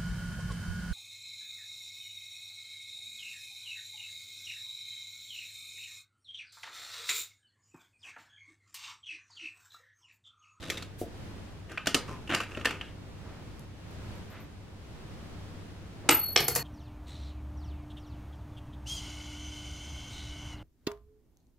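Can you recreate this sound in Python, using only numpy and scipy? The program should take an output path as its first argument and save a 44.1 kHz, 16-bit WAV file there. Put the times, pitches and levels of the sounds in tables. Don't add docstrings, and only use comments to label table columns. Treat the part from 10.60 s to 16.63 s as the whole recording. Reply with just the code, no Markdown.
import sys
import numpy as np
from scipy import signal
from scipy.fft import rfft, irfft, next_fast_len
from scipy.io import wavfile

SR = 44100
rng = np.random.default_rng(int(sys.argv[2]) if len(sys.argv) > 2 else 0)


def store_pcm(level_fs):
    pcm = np.round(np.clip(level_fs, -1, 1) * 32767).astype(np.int16)
    wavfile.write(sys.argv[1], SR, np.atleast_2d(pcm).T)


N = 265834

# (start [s], end [s], level [dB], peak [Hz], peak height [dB], steel over plastic [dB])
DRAWER_SCRAPES = [(0, 0.24, -47, 3730, 22, -6.5), (1.088, 1.173, -47, 1470, 3, -13),
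                  (1.476, 1.559, -44.5, 1025, 16, -10), (1.688, 1.761, -36, 1650, -2, -14),
                  (1.752, 1.848, -49, 2750, 4, -5), (1.882, 2.045, -48, 1250, 12, -9.5),
                  (2.059, 2.187, -45, 2680, 3, -11), (2.194, 2.317, -54.5, 3160, 11, -11.5)]
# (time [s], plastic clack [dB], hardness: steel tick over clack [dB], peak [Hz], peak height [dB])
DRAWER_KNOCKS = [(.027, -18, -8, 3850, 16), (.037, -19, -8, 3800, 12), (.1, -5.5, -4, 2150, 26),
                 (0.1015, -11, -1, 3300, 24), (.118, -16, -13, 2200, 27), (0.1722, -12.5, -9, 3700, 29),
                 (0.178, -17, -5, 2100, 20), (0.224, -17.5, -3, 4270, 23), (0.228, -23.5, -8, 1200, 18),
                 (1.117, -19.5, -7.5, 1580, 13), (1.1753, -8.5, -24, 1600, 12),
                 (1.1779, -5.5, -28, 2480, 16), (1.259, -13, -6, 3900, 11), (1.2707, 0.5, -2.5, 1600, 1),
                 (1.2738, -6, -11, 3500, 23), (1.3447, 3.5, -1, 2870, 14), (1.3493, -3.5, -4.5, 3000, 3),
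                 (1.484, -21.5, -20, 1040, 28), (1.6753, -18, -14, 2860, 17), (1.695, -12, -20, 2850, 8),
                 (1.7025, -6.5, -23, 1500, 9), (1.7127, -6.5, -25, 2780, 4), (1.7229, -4, -27, 1730, 7),
                 (1.733, -8, -15, 2700, 9), (1.738, -5, -14, 2730, 2), (1.7427, -6, -18, 2870, 14),
                 (1.7472, 1, -5.5, 2820, 5), (1.7622, -10, -15, 1800, 11), (1.773, -14, -11, 1300, 6),
                 (1.7836, -15, -9, 1400, 12), (1.8027, -5.5, -12.5, 1320, 14),
                 (1.8044, -8.5, -14, 2700, 19), (1.8125, -11, -10, 1320, 18),
                 (1.8341, -16.5, -8.5, 2770, 7), (1.918, -19, -20, 2665, 15), (1.949, -15, -24, 2800, 19),
                 (1.973, -13, -19, 2660, 2), (2.012, -16.5, -17, 2950, 5), (2.048, -6.5, -9, 1680, 8),
                 (2.0549, 2, -8.5, 1760, 14), (2.0577, -0.5, -10, 2760, 11), (2.071, -4.5, -22, 1800, 12),
                 (2.091, -14, -11, 2700, 10), (2.108, -8, -12, 2715, 1), (2.2119, -9, -21, 2990, 12.5)]
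# (time [s], level [dB], peak [Hz])
LOW_THUDS = [(.084, -17, 457), (0.415, -3, 505), (1.2709, -12, 211), (1.3506, -1, 203), (1.7, -12, 300),
             (1.738, -5.5, 420), (1.9728, -8, 396), (5.688, -21, 220)]
# (time [s], tick [dB], ring [dB])
NAIL_TOUCHES = [(0.1015, -17.5, -80), (.175, -35, -80), (2.994, -32.5, -85), (3.31, -40, -80),
                (3.555, -50, -69), (3.702, -52, -60), (3.802, -52, -59)]
# (start [s], end [s], level [dB], middle pitch [Hz])
SOFT_BRUSHES = [(0.377, 0.44, -55, 6800), (2.58, 2.83, -60.5, 595), (3.678, 3.833, -56, 876),
                (5.422, 5.54, -49, 255)]
# (time [s], floor knock [dB], steel clink [dB], rattle decay [s], peak [Hz],
# peak height [dB], slap of the shaft over the knock [dB], high ring afterwards [dB])
NAIL_LANDINGS = [(5.4895, 5.5, -5, 0.015, 8100, 11.5, 4, -32), (5.4925, 4, -21, 0.013, 850, 7, -7, -32),
                 (5.507, -5, -22, 0.04, 2250, 5, -11, -19), (5.761, 3.5, -22, 0.0017, 3150, 14, -12, -39),
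                 (5.7634, 7.5, -17, 0.0031, 5600, 10.5, -3.5, -36),
                 (5.775, -.5, -25, 0.0016, 4230, 27, -18, -33),
                 (5.8036, -8, -7, 0.026, 4930, 22, -9, -30.5), (5.881, -9, 0.5, 0.031, 1300, 4, 1, -39),
                 (5.951, -19, -5, 0.017, 1400, 7, -7, -36), (5.958, -7, -0.5, 0.049, 800, 6, -2, -38)]
# (time [s], level [dB], peak [Hz])
FLOOR_BOOMS = [(5.491, 4.5, 335), (5.764, -3, 160), (5.805, -6, 136), (5.883, -5.5, 136), (5.96, -7, 133)]
# (pitch [Hz], decay [s], flutter depth [0-1], flutter [Hz])
NAIL_TONES = [(4368, 2.6, .2, 6.6), (11970, .8, .8, 22.3)]
# (pitch [Hz], level [dB])
HUM_TONES = [(97.5, -53.5), (296, -64)]

# (pitch [Hz], level [dB])
ROOM_AIR = [(20, -7.5), (42, -11), (63, 1.5), (80, -3), (101, -1.5), (125, -5), (204, -6.5), (290, -12.5),
            (360, -13), (700, -20.5), (1290, -24.5), (3000, -30.5), (9140, -43.5), (16000, -54)]
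PLASTIC_CLACK = [(200, -23.5), (600, -1), (950, -2.5), (1300, 1.5), (2100, -2), (2900, -0.5), (3700, -9),
                 (5000, -19.5), (8000, -28), (16000, -60)]
DULL_THUD = [(40, -18), (120, -8), (200, -4.5), (300, -2), (480, -4.5), (680, -9), (1000, -30), (3000, -52)]
STEEL_TICK = [(1000, -26.5), (2800, 13), (3800, 14), (4800, 14), (7200, 8.5), (9500, 4), (12000, -2.5),
              (14500, -2), (16000, -34)]
STEEL_CLINK = [(1000, -43), (3300, -23), (4600, 5), (7000, 5), (9000, 0), (10700, 6), (13000, 6),
               (14500, -4), (16000, -12)]
FLOOR_KNOCK = [(150, -26), (420, -2), (750, -6.5), (1100, 1.5), (2000, 2.5), (3300, -2), (4300, -6),
               (5500, -5), (7500, -12.5), (10000, -17.5), (15000, -52)]
DEEP_BOOM = [(40, -13), (90, -17), (135, -3), (220, -8), (350, -4), (550, -2), (800, -3.5), (1400, -18),
             (3000, -67)]
# (pitch [Hz], width [Hz], height [dB])
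DRAWER_PEAKS = [(1227, 52, 2.5), (1507, 78, 2.5), (1810, 70, 5.5), (2650, 200, 3.5), (4530, 290, 1),
                (7070, 280, 3.5)]
CLINK_PEAKS = [(4370, 40, 4), (4940, 60, 6), (6030, 60, 5), (6471, 80, 8), (7370, 66, 7), (9290, 50, 8),
               (10745, 45, 12), (11485, 40, 12), (12080, 80, 9), (13020, 40, 10), (13880, 60, 9),
               (14720, 50, 15), (15600, 60, 14)]
FLOOR_PEAKS = [(297, 20, 6), (361.4, 13, 7.4), (472, 74, 6.4), (673, 37, 2.2), (1085, 40, 3),
               (1690, 51, 1.3), (1960, 140, 2.8), (2280, 110, 1.7), (2740, 39, 2.4)]
# (pitch [Hz], decay [s])
ROOM_DECAY = [(100, 0.27), (300, 0.25), (1000, 0.3), (2500, 0.3), (6000, 0.19), (14000, .16)]
# (pitch [Hz], side over mid [dB])
AIR_WIDTH = [(60, -4.5), (110, -9), (200, -11), (380, -3.5), (700, -5), (1290, -2.5), (2380, -2), (4400, 2),
             (8120, -0.5), (15000, 5)]
ACTION_WIDTH = [(40, -19), (120, -29), (500, -16), (1200, -23.5), (2400, -16), (4500, -9.5), (8000, -3),
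                (12000, 1)]

SIZE = 16384
T = np.arange(N) / SR
AGE = T[:SIZE]
PITCHES = np.arange(SIZE // 2 + 1) * SR / SIZE


def undb(db):
    return 10 ** (np.asarray(db) / 20)


def unit(x):
    return x / np.sqrt(np.sum(x ** 2, axis=-1, keepdims=True))


def along(points, hz):
    pitch, value = np.transpose(points)
    return np.interp(np.log(hz + 1), np.log(pitch), value)


def response(colour, peaks=()):
    gain = undb(along(colour, PITCHES))
    for hz, width, db in peaks:
        gain = gain * (1 + (undb(db) - 1) / np.hypot(1, 2 * (PITCHES - hz) / width) ** 2)
    cepstrum = irfft(np.log(gain))
    cepstrum[1:SIZE // 2] *= 2
    cepstrum[SIZE // 2 + 1:] = 0
    return irfft(np.exp(rfft(cepstrum)))


def through(x, body):
    return signal.fftconvolve(np.atleast_2d(x), np.atleast_2d(body), axes=-1)[:, :x.shape[-1]]


def add(out, start, x):
    i = max(int(start * SR), 0)
    out[:, i:i + x.shape[-1]] += x[..., :N - i]


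def fade(decay):
    return np.exp(-np.log(1000) * AGE / np.maximum(decay, 1e-3))


def hit(body, decay, snap):
    chatter = rng.standard_normal((2, SIZE)) * undb(3.0 * rng.standard_normal(SIZE))
    force = unit(chatter * fade(decay) * (1 - fade(0.0087)))
    force[0, 0] += snap
    return unit(through(force, body))


def room(x, echo_db, build_s):
    noise, tail = rfft(rng.standard_normal((2, SIZE))), 0
    centres, decays = np.transpose(ROOM_DECAY)
    for decay, share in zip(decays, np.eye(len(centres))):
        band = np.interp(np.log(PITCHES + 1), np.log(centres), share)
        tail = tail + irfft(noise * band) * fade(decay)
    build_up = 1 - np.exp(-(AGE / build_s) ** 2)
    return undb(echo_db) * through(x[0], unit(tail * build_up))


def stereo(x, width):
    size = 2 * next_fast_len(N)
    hz = np.arange(size // 2 + 1) * SR / size
    side = irfft(rfft(x[1], size) * undb(along(width, hz)))[:N]
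    return x[0] + np.array([[1], [-1]]) * side


def rumble_and_hum():
    air_db, wander_db = -46.5, 1.8
    air = through(rng.standard_normal((2, N + SIZE)), response(ROOM_AIR))[:, SIZE:]
    wander = np.interp(T, np.linspace(0, T[-1], num=30), rng.standard_normal(30))
    mid, side = np.sqrt(N) * unit(air) * undb(air_db + wander_db * wander)
    hum = sum(np.sqrt(2) * undb(db) * np.sin(2 * np.pi * (hz * T + rng.random())) for hz, db in HUM_TONES)
    return np.array([mid + hum, side])


def scrapes():
    out, slips_per_s = np.zeros((2, N)), 1200
    for start, end, db, hz, peak_db, steel_db in DRAWER_SCRAPES:
        progress = np.minimum(AGE / (end - start), 1)
        pressure = np.sqrt(np.sin(np.pi * np.sqrt(progress)).clip(0))
        slipping = rng.random(SIZE) < slips_per_s / SR
        slips = slipping * rng.standard_normal((2, SIZE)) * undb(2.0 * rng.exponential(size=SIZE))
        wall = unit(response(PLASTIC_CLACK, DRAWER_PEAKS + [(hz, hz / 5, peak_db)]))
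        cabinet = undb(1.0) * unit(response(DULL_THUD))
        steel = undb(steel_db) * unit(response(STEEL_TICK))
        force = np.sqrt(SIZE) * unit(slips) * pressure
        add(out, start, undb(db) * through(force, unit(wall + cabinet + steel)))
    return out


def jostles():
    per_s, above_scrape_db, scatter_db = 30, 15.5, 10.5
    peak_hz, peak_db = 2740, 1
    rows = []
    for start, end, db, *_, steel_db in DRAWER_SCRAPES:
        count = max(int((end - start) * per_s), 1)
        for k, (place, strength) in enumerate(rng.random((count, 2))):
            time = start + (end - start) * (k + place) / (count + 1)
            clack_db = db + above_scrape_db + scatter_db * (2 * strength - 1)
            rows.append((time, clack_db, steel_db, peak_hz, peak_db))
    return rows


def knocks():
    near, into_room = np.zeros((2, 2, N))
    cabinet = response(DULL_THUD)
    steel, wall = response(STEEL_TICK, DRAWER_PEAKS), response(PLASTIC_CLACK, DRAWER_PEAKS)
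    for time, clack_db, hardness_db, hz, peak_db in DRAWER_KNOCKS + jostles():
        decay = 0.03 * 2 ** (hardness_db / 57 - clack_db / 38)
        thud_db = clack_db - 5.5 + 0.45 * hardness_db
        aimed = response(PLASTIC_CLACK, DRAWER_PEAKS + [(hz, 420, peak_db)])
        tick = undb(clack_db + hardness_db) * hit(steel, decay, snap=0.43)
        thud = undb(thud_db) * hit(cabinet, decay=0.061, snap=0.78)
        add(near, time, tick + thud + undb(clack_db) * hit(aimed, decay, snap=0.83))
        add(into_room, time, tick + thud + undb(clack_db - 2.5) * hit(wall, decay, snap=0.98))
    return near + room(into_room, echo_db=-8.0, build_s=0.0089)


def low_thuds():
    out, peak_db = np.zeros((2, N)), 7
    for time, db, hz in LOW_THUDS:
        body = response(DULL_THUD, [(hz, hz / 3, peak_db)])
        add(out, time, undb(db) * hit(body, decay=0.034, snap=0.64))
    return out


def touches():
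    out, steel, ring_hz = np.zeros((2, N)), response(STEEL_CLINK), 12130
    ring = np.sin(2 * np.pi * ring_hz * AGE) * fade(0.13)
    for time, tick_db, ring_db in NAIL_TOUCHES:
        add(out, time, undb(tick_db) * hit(steel, decay=0.011, snap=.6) + undb(ring_db) * ring)
    return out


def brushes():
    out = np.zeros((2, N))
    for start, end, db, hz in SOFT_BRUSHES:
        count = int((end - start) * SR)
        band = signal.butter(2, [hz / 2.5, min(hz * 2.5, SR / 3)], "bandpass", fs=SR, output="sos")
        rubbing = signal.sosfilt(band, rng.standard_normal((2, count)))
        swell = np.sin(np.pi * np.arange(count) / count)
        add(out, start, undb(db) * np.sqrt(count) * unit(rubbing * swell))
    return out


def landings():
    out, steel = np.zeros((2, N)), response(STEEL_CLINK, CLINK_PEAKS)
    shaft_lag_s, boom_peak_db = .0016, 11
    for time, knock_db, clink_db, decay, hz, peak_db, shaft_db, _ in NAIL_LANDINGS:
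        floor = response(FLOOR_KNOCK, FLOOR_PEAKS + [(hz, hz / 4, peak_db)])
        snap = 0.0029 / decay
        add(out, time, undb(knock_db) * hit(floor, decay, snap))
        add(out, time, undb(clink_db) * hit(steel, decay, snap=0.25))
        add(out, time + shaft_lag_s, undb(knock_db + shaft_db) * hit(floor, decay, snap))
    for time, db, hz in FLOOR_BOOMS:
        floor = response(DEEP_BOOM, FLOOR_PEAKS + [(hz, hz / 3, boom_peak_db)])
        add(out, time, undb(db) * hit(floor, decay=0.045, snap=0.73))
    return out


def flights():
    out = np.zeros((2, N))
    gravity, sound_speed, floor_echo = 9.81, 343, .28
    ends = [row[0] for row in NAIL_LANDINGS[1:]] + [T[-1]]
    for (start, *_, high_db), end in zip(NAIL_LANDINGS, ends):
        time_left = np.maximum(end - start - AGE, 0)
        height = gravity / 2 * AGE * time_left
        lag = height / sound_speed
        airborne = np.minimum(AGE / 0.005, 1) * np.minimum(time_left / 0.0019, 1)
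        low_db = -36.5 + 0.22 * high_db
        for (hz, decay, depth, flutter_hz), db in zip(NAIL_TONES, (low_db, high_db)):
            phase = 2 * np.pi * rng.random((2, 1, 1)) + np.array([[0], [np.pi / 2]])
            direct = np.sin(2 * np.pi * hz * (AGE + lag) + phase[0])
            off_floor = floor_echo * np.sin(2 * np.pi * hz * (AGE - lag) + phase[1])
            spin = 1 - depth + depth * np.cos(2 * np.pi * flutter_hz * AGE)
            add(out, start, undb(db) * airborne * fade(decay) * spin * (direct + off_floor))
    return out


def scene():
    handling = scrapes() + touches() + brushes()
    thuds, bounces, ring = low_thuds(), landings(), flights()
    bench = knocks() + handling + room(handling, echo_db=-5.5, build_s=0.0099)
    bench += thuds + room(thuds, echo_db=-7.5, build_s=0.005)
    fall = bounces + room(bounces, echo_db=-5.0, build_s=0.0079)
    fall += ring + room(ring, echo_db=-7.0, build_s=0.043)
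    return stereo(bench + fall, ACTION_WIDTH) + stereo(rumble_and_hum(), AIR_WIDTH)


def record(dry):
    ceiling, top_hz = .85, 16200
    rounded = dry / (1 + (dry / ceiling) ** 4) ** (1 / 4)
    return signal.sosfilt(signal.ellip(8, .2, 80, top_hz, fs=SR, output="sos"), rounded)


dry = scene()
out = record(dry)
store_pcm(out)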